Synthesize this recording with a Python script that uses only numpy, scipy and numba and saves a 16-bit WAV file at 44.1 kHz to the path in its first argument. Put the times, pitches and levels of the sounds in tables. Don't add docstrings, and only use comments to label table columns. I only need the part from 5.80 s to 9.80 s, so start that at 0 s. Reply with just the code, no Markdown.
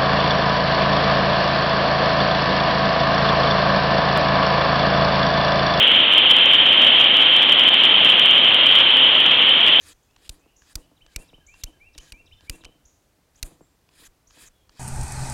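import sys
import numpy as np
from scipy import signal
from scipy.fft import rfft, irfft
from scipy.io import wavfile
from numba import njit

SR = 44100
rng = np.random.default_rng(int(sys.argv[2]) if len(sys.argv) > 2 else 0)


def wav_record(signal):
    frames = np.transpose(np.atleast_2d(signal))
    bounded = np.clip(frames, -1, 1)
    quanta = np.round(bounded * 32767).astype(np.int16)
    wavfile.write(sys.argv[1], SR, quanta)


N = 176400
t = np.arange(N) / SR
FREQS = np.maximum(np.fft.rfftfreq(N, 1 / SR), 1)
SPRAY_DB, BUBBLE_DB, CHURN_DB = -25.5, -33, -42.5


def undb(db):
    return 10 ** (np.asarray(db) / 20)


def level(x, db):
    return x * undb(db) / np.sqrt(np.mean(x ** 2))


def noise(response):
    return irfft(rfft(rng.standard_normal(N)) * response, N)


def spectrum(points):
    hz, db = np.array(points, float).T
    return undb(np.interp(np.log(FREQS), np.log(hz), db))


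def resonance(hz, width_hz):
    return 1 / (1 - (FREQS / hz) ** 2 + 1j * FREQS * width_hz / hz ** 2)


def wander(rate_hz):
    slow = np.exp(-(FREQS / rate_hz) ** 2)
    slow[0] = 0
    return level(noise(slow), 0)


def bump(at_s, half_s):
    return np.exp(-np.minimum(((t - at_s) / half_s) ** 2, 50))


def spray(flow_db):
    # frequency in Hz, relative level in dB.
    hiss_tone = [(20, -47.5), (100, -22), (200, -7.5), (400, -3.5), (800, -3.5), (1050, -0.5), (1500, -3),
                 (2200, -1.5), (2800, -1), (3500, -2.39), (3750, -6), (4050, -16.5), (4400, -19.5)]
    # time of the peak in seconds, lift in dB.
    crest_lifts = [(0.117, 3.1), (0.161, 1.8), (0.313, 1.4), (0.386, 1.7), (0.451, 2.4), (0.513, 4.3),
                   (0.745, 3.3), (1.076, 2.8), (1.178, 2.0), (1.209, 3.1), (1.267, 3.1), (1.429, 1.8),
                   (1.458, 1.3), (1.629, 2.2), (1.693, 2.5), (1.887, 3.4), (1.946, 2.1), (2.041, 2.1),
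                   (2.262, 3.7), (2.299, 2.9), (2.331, 3.6), (2.46, 2.4), (2.558, 1.9), (2.712, 1.2),
                   (2.923, 2.4), (2.957, 2.2), (2.983, 2.0), (3.007, 2.8), (3.106, 1.4), (3.169, 0.8),
                   (3.36, 2.1), (3.464, 2.2), (3.521, 2.3), (3.893, 3.4)]
    flow_share, flicker_db = .12, -0.27
    lift_db = sum(db * bump(at_s, half_s=0.008) for at_s, db in crest_lifts)
    sway_db = flow_share * flow_db + flicker_db * wander(rate_hz=25)
    return level(noise(spectrum(hiss_tone)) * undb(sway_db + lift_db), SPRAY_DB)


def plunge(flow_db):
    # frequency in Hz, relative level in dB.
    churn_tone = [(20, -31.5), (35, -26.5), (50, -13.5), (67, -6), (90, -6), (155, -0.5), (220, -3),
                  (400, -11.5), (900, -18.5), (2000, -47.5)]
    # frequency in Hz, width in Hz, level in dB at average flow.
    hollows = [(216, 28, -46.5), (266, 40, -41.5), (323, 47, -44), (521, 47, -40), (645, 170, -35)]
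    water = level(noise(spectrum(churn_tone)), CHURN_DB)
    for hz, width_hz, db in hollows:
        band = FREQS * resonance(hz, width_hz)
        water += level(noise(band), db)
    return water * undb(flow_db)


def bubbles():
    per_s, low_hz, high_hz, scatter_db = 2500, 444.4, 3823, 3.5
    cycles, rise = 7, .06
    max_samples = 2048
    foam = np.zeros(N + max_samples)
    for when, pitch, strength in rng.random((int(per_s * N / SR), 3)):
        hz = low_hz * (high_hz / low_hz) ** np.sqrt(pitch)
        length = min(max_samples, int(5 * cycles / hz * SR))
        age = t[:length] * hz / cycles
        ring = np.exp(-age) * np.cos(2 * np.pi * cycles * age * (1 + rise * age / 2))
        start = int(when * N)
        foam[start:start + length] += ring * np.sqrt(hz) * undb(scatter_db * (2 * strength - 1))
    return level(foam[:N], BUBBLE_DB)


@njit
def follow_peaks(x, decay):
    envelope, held = np.empty(len(x)), 0.
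    for i in range(len(x)):
        held = max(abs(x[i]), held * decay)
        envelope[i] = held
    return envelope


def scene():
    # time in seconds, level in dB about its mean.
    flow = [(0.0, 1.5), (0.25, 1.5), (0.5, 0.7), (0.75, -0.3), (1.0, 1.8), (1.25, 1.2), (1.5, -0.9),
            (1.75, 1), (2.0, -0.5), (2.25, 2.6), (2.5, -2), (2.75, 0.2), (3.0, -0.7), (3.25, -0.3),
            (3.5, -1), (3.75, -1.7), (4.0, -0.5)]
    flow_db = np.interp(t, *np.array(flow).T)
    waterfall = spray(flow_db) + plunge(flow_db) + bubbles()
    dip_db = -6.5 * bump(at_s=1.897, half_s=0.0063)
    return (waterfall * undb(dip_db))[None]


def record(dry):
    pass_hz, top_hz = 4430, 15900
    limit_db, release_s, knee = -3, .0015, 35
    roll_off = 1 / np.sqrt(1 + (FREQS / pass_hz) ** 90)
    coloured = irfft(rfft(dry[0]) * resonance(hz=3124, width_hz=227) * roll_off, N)
    crests = follow_peaks(coloured, np.exp(-1 / (release_s * SR)))
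    limited = coloured / (1 + (crests / undb(limit_db)) ** knee) ** (1 / knee)
    top_cut = signal.firwin(511, top_hz, fs=SR)
    return signal.fftconvolve(limited, top_cut, "same")[None]


dry = scene()
out = record(dry)
wav_record(out)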